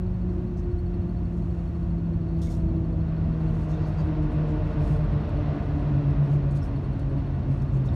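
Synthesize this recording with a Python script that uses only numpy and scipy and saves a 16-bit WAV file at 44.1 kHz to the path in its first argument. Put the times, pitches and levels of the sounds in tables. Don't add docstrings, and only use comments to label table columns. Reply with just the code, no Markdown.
import sys
import numpy as np
from scipy import signal
from scipy.fft import rfft, irfft, next_fast_len
from scipy.io import wavfile
from scipy.ndimage import uniform_filter1d, map_coordinates

SR = 44100
rng = np.random.default_rng(int(sys.argv[2]) if len(sys.argv) > 2 else 0)


def file_out(sig):
    cols = np.atleast_2d(sig).T
    lim = np.clip(cols, -1, 1)
    pcm = np.round(lim * 32767).astype(np.int16)
    wavfile.write(sys.argv[1], SR, pcm)


def voltage_ratio(decibels):
    exponent = np.asarray(decibels, float) / 20
    return 10 ** exponent


N = 350594


def unit(x):
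    return x / np.sqrt(np.mean(x ** 2) + 1e-20)


def curves(rows):
    s, *cols = np.transpose(rows)
    return [np.interp(np.arange(N) / SR, s, c) for c in cols]


def wobble(rate):
    knots = rng.standard_normal(int(N * rate / SR) + 4)
    return map_coordinates(knots, [np.arange(N) * rate / SR])


def passing(at_s, half_s):
    return np.exp(-.5 * ((np.arange(N) / SR - at_s) / half_s) ** 2)


def along(points, hz):
    f, db = np.transpose(points)
    return np.interp(np.log(hz + 1), np.log(f + 1), db, -120, -120)


def noise(spectrum, n=N, colour=lambda hz: 0):
    m = next_fast_len(n + 2048)
    hz = np.fft.rfftfreq(m, 1 / SR)
    shaped = rfft(rng.standard_normal(m)) * voltage_ratio(along(spectrum, hz) + colour(hz))
    return unit(irfft(shaped, m)[:n])


def steadied(x, share):
    envelope = np.abs(signal.hilbert(x, next_fast_len(N))[:N])
    size = uniform_filter1d(envelope, size=300)
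    return unit(x / (size + 0.16) ** np.clip(share, 0, 1))


def whine():
    # time in seconds, tone in dB, octave in dB.
    line_levels = [(0, -31.5, -40.5), (.7, -35, -38), (1.5, -32, -43), (2.5, -28.5, -38.5),
                   (2.9, -29.5, -38), (3.25, -28, -46), (3.9, -27, -42), (4.12, -30.5, -37.5),
                   (4.9, -28.5, -39), (5.18, -24, -46), (5.31, -35, -46), (5.43, -28, -38.5),
                   (5.76, -33, -38), (5.95, -25, -39), (6.25, -21, -39), (6.75, -31, -41.5),
                   (7.45, -29.5, -43), (7.8, -24, -42.5)]
    # time in seconds, third harmonic in dB, fourth harmonic in dB.
    overtone_levels = [(0, -59, -65.5), (1.3, -63, -58), (2.6, -58.5, -58.5), (3.5, -51, -51.5),
                       (4, -52.5, -60), (4.5, -45, -45), (5.2, -49, -48), (6.4, -52, -53.5),
                       (7.95, -56, -59.5)]
    # time in seconds, nearness of the walls from 0 to 1.
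    wall_nearness = [
        (0, 0.15),
        (3.5, 0.34),
        (4, 0.77),
        (5.3, 0.88),
        (6.2, 0.46),
        (6.8, 0.88),
        (7.95, 0.96),
    ]
    # time in seconds, tone change in dB, octave change in dB.
    pillars = [(.2, -1, -10), (.72, -6.5, 3.5), (1.66, -4, -1), (2.32, -2, 4), (3.15, -0.5, -4),
               (3.95, 4, -7), (4.42, 4, -3.5), (4.54, -3, 4), (4.97, 4, -2), (5.4, 1.5, 6),
               (5.63, -2.5, -9), (5.79, -1, 8.5), (6.07, 0, 2.5), (6.22, 1.5, -6.5), (6.95, -4.5, 2),
               (7.18, 5, 1.5), (7.3, -4, -6.5), (7.51, 3.5, 0.5), (7.62, -7, -1.5)]
    fade_db = [.5, 1, 2, 2]
    start_hz, brake_per_s = 181.3, .0389
    pillar_half_s = .045

    tooth_hz = start_hz * np.exp(-brake_per_s * np.arange(N) / SR)
    turn = 2 * np.pi * np.cumsum(tooth_hz) / SR
    walls = curves(wall_nearness)[0]
    out = np.zeros(N)
    tone_db, octave_db = curves(line_levels)
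    for s, tone_change_db, octave_change_db in pillars:
        near = passing(s, pillar_half_s)
        tone_db = tone_db + tone_change_db * near
        octave_db = octave_db + octave_change_db * near
    for k, level_db in enumerate([tone_db, octave_db] + curves(overtone_levels), 1):
        drift = (.15 * k + 1.2 * walls) * wobble(5)
        blur = 0.67 * walls + 0.04 * (k - 1) ** 2.3
        echoes = blur * (wobble(14 + 8 * k) + 1j * wobble(14 + 8 * k))
        echoes = echoes + .5 * walls * wobble(2.966) * np.cos(.055 * turn + wobble(2))
        fade = voltage_ratio(fade_db[k - 1] * wobble(6))
        line = (1 + echoes) / np.sqrt(1 + blur ** 2) * fade
        out += voltage_ratio(level_db) * np.sqrt(2) * np.real(line * np.exp(1j * (k * turn + drift)))
    return out


def rumble():
    # time in seconds, swell in dB.
    jolts = [(.26, 2), (.85, 1.5), (1.15, -0.5), (1.9, 5), (2.2, 2.5), (2.69, 8.5), (3.28, 2), (3.39, -5.5),
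             (3.48, 4), (3.74, -1.5), (4.23, 1), (4.49, -1), (4.65, 7), (4.73, -6), (4.89, 7), (5.11, 8.5),
             (5.4, 5.5), (6.16, 2), (6.26, -8), (6.35, 2)]
    # frequency in Hz, level in dB per Hz.
    boom_spectrum = [(20, -25.5), (31, -23), (38, -10.5), (44, -3), (60, -5.5), (72, -12.5), (90, -38.5)]
    # frequency in Hz, level in dB per Hz.
    drone_spectrum = [(55, -41), (66, -4), (76, 3), (92, 1), (104, 0), (114, -3), (124, -5), (145, -10.5),
                      (165, -12), (200, -30)]
    boom_db, drone_db = -32, -30.5
    floor_share, jolt_half_s = 0.46, 0.04

    jolt_db = sum(db * passing(s, jolt_half_s) for s, db in jolts)
    boom = voltage_ratio(boom_db + jolt_db) * steadied(noise(boom_spectrum), share=0.44)
    drone = voltage_ratio(drone_db + floor_share * jolt_db) * steadied(noise(drone_spectrum), share=0.14)
    return boom + drone


def squeaks():
    out, t = np.zeros(N + SR), np.arange(SR // 20) / SR

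    def bump(at, width):
        return np.exp(-.5 * ((t - at) / width) ** 2)

    for s, low_db, top_db, pitch_chance, phase in rubs():
        turn = 2 * np.pi * 4338 * (1 + .002 * pitch_chance + 0.23 * (t - .01)) * t
        low_shape = bump(0.0084, 0.0047) - 0.47 * bump(.017, 0.0055)
        low = low_shape * voltage_ratio(low_db + 4.0) * np.sin(turn)
        top_shape = bump(0.0078, .004) + .6 * np.exp(1j * phase) * bump(.017, .004)
        top = top_shape * voltage_ratio(top_db + 4.0) * (np.exp(2j * turn) + .1 * np.exp(3j * turn))
        out[round(s * SR):][:len(t)] += low + np.imag(top)
    decay = voltage_ratio(-60 * np.arange(SR // 5) / SR / 0.38)
    ring = unit(decay * rng.standard_normal(SR // 5)) / np.sqrt(SR // 5)
    return (out + voltage_ratio(-11) * signal.fftconvolve(out, ring)[:len(out)])[:N]


def rubs():
    # time in seconds, rub number, squeak in dB, octave in dB.
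    counts = [(.061, 0, -68, -83), (.289, 3, -68, -84), (.562, 6, -74, -88), (.783, 9, -64, -77),
              (1.167, 14, -66.5, -82), (1.67, 20, -68, -80), (2.283, 28, -68.5, -83), (3.401, 42, -67, -84),
              (3.993, 50, -67, -80), (4.377, 55, -72, -82), (4.723, 59, -70, -79), (4.875, 61, -63, -75),
              (5.369, 67, -65, -77), (5.705, 71, -68, -89), (6.334, 79, -71, -85), (6.757, 84, -62, -74),
              (7.4, 91.67, -68, -80), (7.931, 98, -65, -75)]
    s, number, low_db, top_db = np.transpose(counts)
    k = np.arange(int(number[-1]) + 1)
    chance = rng.standard_normal((len(k), 4))
    low_db = np.interp(k, number, low_db) + 0.89 * chance[:, 2]
    top_db = np.interp(k, number, top_db) + 1.2 * chance[:, 3]
    return zip(np.interp(k, number, s), low_db, top_db, chance[:, 0], chance[:, 1])


def rustles():
    # frequency in Hz, level in dB per Hz.
    cloth_spectrum = [(1800, -39.5), (3000, -8), (3500, -1.5), (6000, -3), (9100, -6.5), (10700, -13.5),
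                      (12100, -14), (15500, -21.5)]
    # start in seconds, peak in dB, brightness in dB per octave.
    snaps = [
        (2.4135, -56, 5),
        (3.467, -62, 1),
        (5.2934, -57, 5),
        (6.108, -55.5, 4),
        (6.8319, -61, 7),
        (6.9227, -66, 4),
        (6.994, -48.5, 0),
        (7.399, -61.5, 4),
        (7.6201, -48, 1),
        (7.9434, -51, 3),
    ]
    out = np.zeros(N + SR)
    for s, rise, fall, db, hz, width in cloth():
        t = np.arange(int((rise + 3 * fall) * SR)) / SR
        swell = np.sin(np.pi / 2 * t / rise)
        shape = np.where(t < rise, swell, np.exp(-.5 * ((t - rise) / fall) ** 2))
        grain = voltage_ratio(18 * uniform_filter1d(rng.standard_normal(len(t)), size=60))
        blotch_db = 2 * rng.standard_normal(40)

        def colour(f):
            blotches = np.interp(f, np.arange(40) * 600, blotch_db)
            return blotches - 9 * (np.log2((f + 1) / hz) / width) ** 2

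        out[round(s * SR):][:len(t)] += voltage_ratio(db) * shape * grain * noise(cloth_spectrum, len(t), colour)
    t = np.arange(SR // 40) / SR
    for s, db, tilt_db in snaps:
        def tilt(f):
            return tilt_db * np.log2((f + 1) / 6000)

        out[round(s * SR):][:len(t)] += voltage_ratio(db - 10.0 - 60 * t / .04) * noise(cloth_spectrum, len(t), tilt)
    return out[:N]


def cloth():
    # start in seconds, rise in seconds, fall in seconds, level in dB, colour in Hz.
    stroke_rows = [(1.36, .01, .015, -72, 7000), (2.38, .006, 0.018, -66.5, 4000),
                   (2.414, .008, 0.044, -53, 6200), (2.485, .03, .03, -56.5, 7500),
                   (2.54, 0.027, .034, -67.5, 7500), (3.86, .015, .025, -69.5, 10000),
                   (5.79, 0.0073, .012, -74, 8000), (6.29, .05, 0.023, -67.5, 8500),
                   (6.54, .03, 0.014, -60.5, 6500), (6.615, .03, .018, -65, 9500),
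                   (7.71, .04, .03, -71, 9000), (7.85, .0075, .018, -65, 7000)]
    # start in seconds, rise in seconds, fall in seconds, level in dB.
    shift_rows = [(.27, .045, 0.056, -78), (1.15, .31, .35, -77), (3.3, 0.25, 0.11, -73.5),
                  (3.53, .1, .025, -71), (3.9, .08, .1, -74), (4.64, .05, .05, -75.5),
                  (4.78, .11, .07, -65), (5.52, .041, .3, -78.5), (6.22, .04, 0.036, -74.5),
                  (6.46, 0.018, .015, -81), (7.47, 0.051, .1, -73.5)]
    # start in seconds, rise in seconds, fall in seconds, level in dB, colour in Hz.
    scuff_rows = [
        (.56, .02, .022, -67, 5770),
        (3.68, .02, .05, -65.5, 6400),
        (3.685, .014, .02, -73, 9300),
        (3.76, .089, 0.056, -65.5, 4500),
        (3.97, .025, .02, -66.5, 5800),
        (4.04, .015, .012, -79, 12500),
        (4.22, 0.011, .015, -71, 6460),
        (4.31, .015, .02, -74, 9000),
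        (4.47, .03, .02, -70, 7000),
        (6.503, 0.011, 0.014, -67, 8300),
    ]
    # start in seconds, rise and fall in seconds, level in dB, pitch in Hz.
    chirp_rows = [
        (.57, .02, -76, 5400),
        (2.2, 0.11, -75, 4420),
        (2.465, 0.014, -60.5, 2180),
        (3.71, .027, -65.5, 3630),
        (3.97, .02, -60.5, 4700),
        (4.8, .02, -71, 5300),
        (6.609, 0.02, -63.5, 5450),
        (6.992, .006, -67, 4600),
        (7.85, .025, -71, 5450),
        (7.87, .016, -62, 3670),
    ]
    strokes = []
    for row in stroke_rows:
        width = 1.1 + .13 * (row[3] + 70)
        strokes.append((*row, max(.4, width)))
    shifts = [(*row, 8500, 1.7) for row in shift_rows]
    scuffs = [(*row, .6) for row in scuff_rows]
    chirps = [(s, half, half, db, hz, 0.076) for s, half, db, hz in chirp_rows]
    return strokes + shifts + scuffs + chirps


def roar():
    # time in seconds, roar returned by the station in dB.
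    wall_return = [(0, 0), (2.1, 0.5), (2.7, 1), (3.5, 6), (4, 8), (4.9, 9.5), (5.4, 10), (6.1, 8.5),
                   (6.6, 6), (7.8, 5), (7.95, 7.5)]
    # frequency in Hz, level in dB per Hz.
    low_spectrum = [(120, -28.5), (150, -4.5), (200, 3), (260, -4), (350, -3.5), (400, -16), (520, -22),
                    (700, -25), (800, -35), (1200, -46.5)]
    # frequency in Hz, level in dB per Hz.
    high_spectrum = [(220, -39.5), (380, -4), (437, -4.5), (503, -6.5), (594, -1.5), (728, -3.5),
                     (796, -11.5), (893, -7.5), (1310, -15), (1450, -16), (1750, -18.5), (2710, -24.5),
                     (5460, -38), (8000, -57.5), (10400, -86), (17600, -120)]
    # frequency in Hz, level in dB per Hz.
    hiss_spectrum = [(1760, -31), (3000, -13), (4060, -8.5), (4400, -2), (4890, -12), (5460, -4.5),
                     (7000, -8.5), (8970, -12.5), (10400, -16), (12000, -17), (15700, -24)]
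    low_db, high_db = -38, -51
    low_grows = .2

    return_db, = curves(wall_return)
    push_db = 3 * passing(2.64, 0.21)
    low = voltage_ratio(push_db + low_db + low_grows * return_db + 1.5 * wobble(7)) * noise(low_spectrum)
    high = voltage_ratio(high_db + return_db + 0.38 * wobble(8.2)) * noise(high_spectrum)
    hiss = voltage_ratio(-76.5 + .4 * wobble(2.8)) * noise(hiss_spectrum)
    return low + high + hiss


def scene():
    return (whine() + rumble() + squeaks() + rustles() + roar())[None]


def roll_off(x):
    return signal.sosfilt(signal.butter(12, 15710, fs=SR, output="sos"), x)


def record(dry):
    # centre in Hz, width in Hz, change in dB.
    cabin_bands = [(1137, 58, 2.5), (1445, 27, 4.5), (1920, 70, 1), (2230, 90, -1.5), (2690, 130, 2.5),
                   (2960, 110, -1), (3980, 200, 1.5), (4970, 140, -3), (5200, 120, 1.5), (6800, 250, 0.5),
                   (7600, 330, -3), (10450, 250, -3), (12100, 400, 1)]
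    m = next_fast_len(N + 8192)
    hz = np.fft.rfftfreq(m, 1 / SR)
    colour_db = sum(db * np.exp(-.5 * ((hz - centre) / width) ** 2) for centre, width, db in cabin_bands)
    colour_db = colour_db - 10 * np.log10(1 + (35 / (hz + 1)) ** 12)
    ends = np.sin(np.pi / 2 * np.clip((N - np.arange(N)) / 200, 0, 1))
    heard = irfft(rfft(dry * ends, m) * voltage_ratio(colour_db), m)[:, :N]
    heard = heard / (1 + np.abs(heard / .3) ** 5) ** (1 / 5)
    return roll_off(heard)


dry = scene()
out = record(dry)
file_out(out)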